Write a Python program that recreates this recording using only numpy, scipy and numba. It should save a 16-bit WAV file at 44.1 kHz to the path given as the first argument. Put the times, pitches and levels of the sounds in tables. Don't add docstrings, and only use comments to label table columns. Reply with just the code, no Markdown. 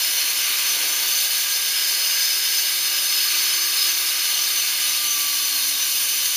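import sys
import numpy as np
from scipy import signal
from scipy.fft import rfft, irfft, next_fast_len
from scipy.io import wavfile
from scipy.ndimage import uniform_filter1d
from numba import njit

SR = 44100
rng = np.random.default_rng(int(sys.argv[2]) if len(sys.argv) > 2 else 0)


def wav_record(signal):
    frames = np.transpose(np.atleast_2d(signal))
    bounded = np.clip(frames, -1, 1)
    quanta = np.round(bounded * 32767).astype(np.int16)
    wavfile.write(sys.argv[1], SR, quanta)


N = 280476

# full_speed_hz,
# shift_hz_per_motor_hz, width_hz (before the damping factor), full_speed_db, labouring_db
DISC_MODES = [(2610, .8, 50, -41, -41), (2860, .5, 26, -38, -40), (2995, .1, 150, -35, -33),
              (3285, 1.5, 22, -41, -43), (3620, 1.1, 90, -34.5, -36), (3866, 1.5, 24, -39.5, -38),
              (4318, .6, 95, -31, -32), (4567, 1.9, 20, -37, -39), (4680, .3, 35, -39, -41),
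              (4875, .6, 28, -42, -44), (5700, .6, 50, -43, -41), (5840, 1.6, 28, -40, -37),
              (6326, 1.4, 30, -38, -38), (6490, 2, 24, -46, -40), (7350, 2.6, 28, -44, -41),
              (8729, .8, 390, -37, -38), (9314, 2.1, 45, -41, -37), (9640, -2, 45, -40, -39),
              (9910, 2.5, 40, -38, -36), (10776, 1, 50, -38, -42), (11190, 3.2, 80, -39, -37),
              (11822, -1.9, 50, -41, -38), (12132, -2.9, 300, -39, -35), (12823, 1.9, 30, -45, -42),
              (13122, .1, 45, -41, -52), (13553, .8, 370, -35, -36), (14515, 1.7, 40, -41, -35),
              (14897, -2, 80, -38, -41), (15211, 2, 80, -40, -37)]
# full_speed_hz, shift_hz_per_motor_hz, width_hz
SQUEALING_MODES = [(5068, 1.4, 24), (5257, 1.3, 20), (6160, 1.1, 22)]
# level_db, extra_db while the disc rubs,
# extra_db while the dust port is open, slope_db_per_s
SQUEAL_STRENGTHS = [(-32.5, 5, -10, -0.74), (-37, 2, 5, 0), (-31.5, 1, 1, 0.07)]
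SQUEAL_OFFSET_DB = -1.5
# peak_s, lower_pair_change_db, upper_mode_change_db
BLADE_CATCHES = [(.06, 8, -1), (.94, -2, 3.5), (1.17, 2, 5), (2.27, 4, 1.5), (2.37, 5.5, 2), (2.58, 5, 6.5),
                 (4.08, 5.5, 1), (4.6, -3, 7), (5.109, -1, 7.5), (5.35, 3, 2)]
CATCH_HALF_S = .04
RUB_FROM_S, RUB_TO_S, RUB_FADE_S = 1.67, 4.5, .35

# time_s, level_db (before COARSE_OFFSET_DB)
SCRAPING_LEVEL = [(0, -25), (0.65, -22), (1.3, -29), (1.75, -26.5), (3.05, -28.5), (3.35, -24),
                  (4.4, -25.5), (4.85, -27.0), (6.35, -26.5)]
COARSE_OFFSET_DB = -7
# frequency_hz, relative_db
COARSE_SPECTRUM = [(150, -59), (700, -51), (1000, -12.5), (1330, -17), (1500, -6), (1850, -10), (2200, -2),
                   (2700, -4), (3300, -7.5), (4700, -10.5), (5450, -18), (7000, -25)]
FINE_SPECTRUM = [(1000, -53), (4500, 6), (5600, 1), (6600, 5), (7400, 2.5), (8500, 1), (10200, 0),
                 (13000, 2.5), (15400, 1.5)]
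FINE_DB, FINE_LOAD_DB = -25.5, -0.1
# delay_s, level_db
WALL_ECHOES = [(.0137, -15), (.0262, -15), (.0411, -17)]

# time_s, speed_hz, once_a_turn_hum_db
MOTOR_COURSE = [(0, 266, -76), (0.3, 283.8, -63), (0.6, 294.3, -59), (0.95, 306, -51), (1.17, 314.1, -70),
                (1.5, 323.2, -65.2), (2, 330.5, -60), (2.5, 336.6, -57), (3.5, 340.4, -53),
                (4.5, 333, -57.5), (4.85, 311.9, -55), (5.2, 298, -53.8), (5.6, 286.5, -55.1),
                (6.36, 277.3, -61.5)]
FULL_HZ, SAG_HZ = 340, 60
FAN_BLADES, BLADE_SEGMENTS = 11, 16
GEAR_RATIO = 4.09
FAN_DB, FAN_SWELL_DB, FAN_PEAK_S, FAN_SWELL_S = -48, 7, 1.1, 0.68
WHINE_DB, BIND_DB, BIND_PEAK_S, BIND_SWELL_S = -56, 15, 5.21, .4

# frequency_hz, width_hz, level_db (before the stirring gain)
GUARD_MODES = [(1622, 75, -40), (2060, 120, -42), (2300, 120, -41)]
GUARD_DB, GUARD_DB_PER_S = 0.5, -0.5
# time_s, level_db
HOWL_LEVEL = [(0, -55), (.4, -41.5), (1.1, -47), (2.3, -50), (3.8, -42), (4.6, -45.5), (5.2, -48.5),
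              (6.36, -46)]
HOWL_HZ, HOWL_WIDTH_HZ = 1190, 45

# frequency_hz, relative_db
AIR_SPECTRUM = [(40, -42), (120, -22.5), (190, -14.5), (250, -16), (310, -4), (400, -2.5), (600, 0),
                (700, 3), (830, 0), (1000, 0.5), (1300, -11.5), (2500, -16.5)]
AIR_DB, AIR_DB_PER_S = -46, -.45
# frequency_hz, width_hz, relative_db
HOSE_MODES = [(298, 16, -6), (385, 34, -3), (440, 25, -6), (535, 18, -2), (690, 20, -6), (925, 34, 2)]
HOOT_DB, HOOT_DB_PER_S = -53.5, -0.4
OPEN_HOOT_DB, APPROACH_S = 7, .9
SEATED_S, SEAL_S = 1.11, 0.087

# frequency_hz, relative_db
RUMBLE_SPECTRUM = [(25, 2.5), (50, 1), (78, 2), (110, 0.5), (220, 1), (800, -25)]
NOTCH_HZ, TOP_HZ = 7880, 15420


def undb(db):
    return 10 ** (np.asarray(db) / 20)


def unit(x):
    return x / np.sqrt(np.mean(x ** 2))


def seconds():
    return np.arange(N) / SR


def curves(table):
    s, *columns = np.transpose(table)
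    return [np.interp(seconds(), s, c) for c in columns]


def swell(peak_s, half_s):
    return np.exp(-((seconds() - peak_s) / half_s) ** 2)


def noise():
    return rng.standard_normal(N)


def walk(rate):
    knots = rng.standard_normal(1024)
    return 1.2 * np.interp(seconds() * rate, np.arange(len(knots)), knots)


def colour(x, spectrum):
    hz, db = np.transpose(spectrum)
    size = next_fast_len(N)
    f = np.maximum(np.arange(size // 2 + 1) * SR / size, 1)
    gain = undb(np.interp(np.log(f), np.log(hz), db))
    return unit(irfft(rfft(x, size) * gain, size)[:N])


@njit
def resonator(x, hz, width):
    y, state, step = np.empty(len(x)), 0j, 0j
    for i in range(len(x)):
        if i % 16 == 0:
            step = np.exp((2j * hz[i] - width) * np.pi / SR)
        state = state * step + x[i]
        y[i] = state.real - x[i] / 2
    return y


def ring(drive, hz, width):
    force = drive * rng.uniform(-1, 1, N)
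    return unit(resonator(force, hz + np.zeros(N), float(abs(width))))


def cavity(modes, drive):
    return sum(undb(db) * ring(drive, hz, width) for hz, width, db in modes)


def load(speed):
    return (FULL_HZ - speed) / SAG_HZ


def contact(speed, wobble=0.08, chatter_db=.5):
    turn = 2 * np.pi * np.cumsum(speed / GEAR_RATIO) / SR
    return (1 + wobble * np.sin(turn)) * undb(chatter_db * walk(35))


def disc(speed, press, flicker_db=1.0, damping=0.81):
    sag_hz = FULL_HZ - speed
    out = 0
    for hz, slope, width, free_db, loaded_db in DISC_MODES:
        db = free_db + (loaded_db - free_db) * load(speed) + flicker_db * walk(12)
        out = out + undb(db) * ring(press, hz - slope * sag_hz, damping * width)
    return out


def rubbing():
    t = seconds()
    return np.clip(.5 + np.minimum(t - RUB_FROM_S, RUB_TO_S - t) / RUB_FADE_S, 0, 1)


def port_open():
    return np.clip(.5 + (SEATED_S - seconds()) / SEAL_S, 0, 1)


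def squeal(speed, press, saturation=0.52, flicker_db=2.5):
    pair_db = sum(db * swell(s, CATCH_HALF_S) for s, db, _ in BLADE_CATCHES)
    upper_db = sum(db * swell(s, CATCH_HALF_S) for s, _, db in BLADE_CATCHES)
    catches_db = (pair_db, pair_db, upper_db)
    out = 0
    for mode, strength, catch_db in zip(SQUEALING_MODES, SQUEAL_STRENGTHS, catches_db):
        hz, slope, width = mode
        db, rub_db, open_db, db_per_s = strength
        tone = ring(press, hz - slope * (FULL_HZ - speed), width)
        swing = np.sqrt(uniform_filter1d(tone ** 2, size=1600) + 1e-6)
        limited = unit(tone / swing ** saturation)
        slow_db = db + rub_db * rubbing() + open_db * port_open() + db_per_s * seconds()
        out = out + limited * undb(slow_db + catch_db + flicker_db * walk(18) + SQUEAL_OFFSET_DB)
    return out


def grit(press, spectrum, grain_db=3):
    grains = noise() * undb(grain_db * rng.standard_normal(N))
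    return colour(press * grains, spectrum)


def concrete(speed, press, coarse_flicker_db=1.0, fine_flicker_db=0.66):
    scraping_db, = curves(SCRAPING_LEVEL)
    coarse_db = scraping_db + COARSE_OFFSET_DB + coarse_flicker_db * walk(16)
    fine_db = FINE_DB + FINE_LOAD_DB * load(speed) + fine_flicker_db * walk(40)
    coarse = grit(press, COARSE_SPECTRUM) * undb(coarse_db)
    return coarse + grit(press, FINE_SPECTRUM) * undb(fine_db)


def garden(x):
    return x + sum(undb(db) * np.pad(x, (int(s * SR), 0))[:N] for s, db in WALL_ECHOES)


def motor(speed, jitter=0.0028, rough_db=1.0):
    _, imbalance_db = curves(MOTOR_COURSE)
    fan_db = FAN_DB + FAN_SWELL_DB * swell(FAN_PEAK_S, FAN_SWELL_S)
    whine_db = WHINE_DB + BIND_DB * swell(BIND_PEAK_S, BIND_SWELL_S)
    angle = 2 * np.pi * np.cumsum(speed * (1 + jitter * walk(60))) / SR
    rattle = undb(2 * walk(90))
    hum = np.sin(angle) * undb(imbalance_db + rough_db * walk(25))
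    whine = np.sin(BLADE_SEGMENTS / GEAR_RATIO * angle) * undb(whine_db)
    fan = np.sin(FAN_BLADES * angle) * undb(fan_db)
    return np.sqrt(2) * (hum + (whine + fan) * rattle)


def guard(speed, press, spin_db=4):
    howl_db, = curves(HOWL_LEVEL)
    faster = (speed - speed.mean()) / SAG_HZ
    stir = undb(GUARD_DB + GUARD_DB_PER_S * seconds() + spin_db * faster)
    howl = ring(press, HOWL_HZ, HOWL_WIDTH_HZ) * undb(howl_db)
    return cavity(GUARD_MODES, press) * stir + howl


def extractor(gust_db=1.0):
    rush_db = AIR_DB + AIR_DB_PER_S * seconds() + gust_db * walk(8)
    rush = colour(noise(), AIR_SPECTRUM) * undb(rush_db)
    approach = port_open() * swell(SEATED_S, APPROACH_S)
    hoot_db = HOOT_DB + HOOT_DB_PER_S * seconds() + OPEN_HOOT_DB * approach
    return rush + unit(cavity(HOSE_MODES, 1)) * undb(hoot_db)


def outdoors(db=-73):
    return colour(noise(), RUMBLE_SPECTRUM) * undb(db + 3.5 * walk(12))


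def scene(disc_db=-0.46, bite_db=0.5):
    speed = curves(MOTOR_COURSE)[0]
    press = contact(speed)
    bite = undb(bite_db * walk(22))
    steel = (disc(speed, press) * undb(disc_db) + squeal(speed, press)) * bite
    cut = steel + garden(concrete(speed, press))
    machine = motor(speed) + guard(speed, press) + extractor()
    return np.tile(cut + machine + outdoors(), (2, 1))


def record(dry, notch_width_hz=330):
    b, a = signal.iirnotch(NOTCH_HZ, NOTCH_HZ / notch_width_hz, fs=SR)
    for _ in range(3):
        dry = signal.lfilter(b, a, dry)
    return signal.sosfilt(signal.ellip(16, .1, 80, TOP_HZ, fs=SR, output="sos"), dry)


dry = scene()
out = record(dry)
wav_record(out)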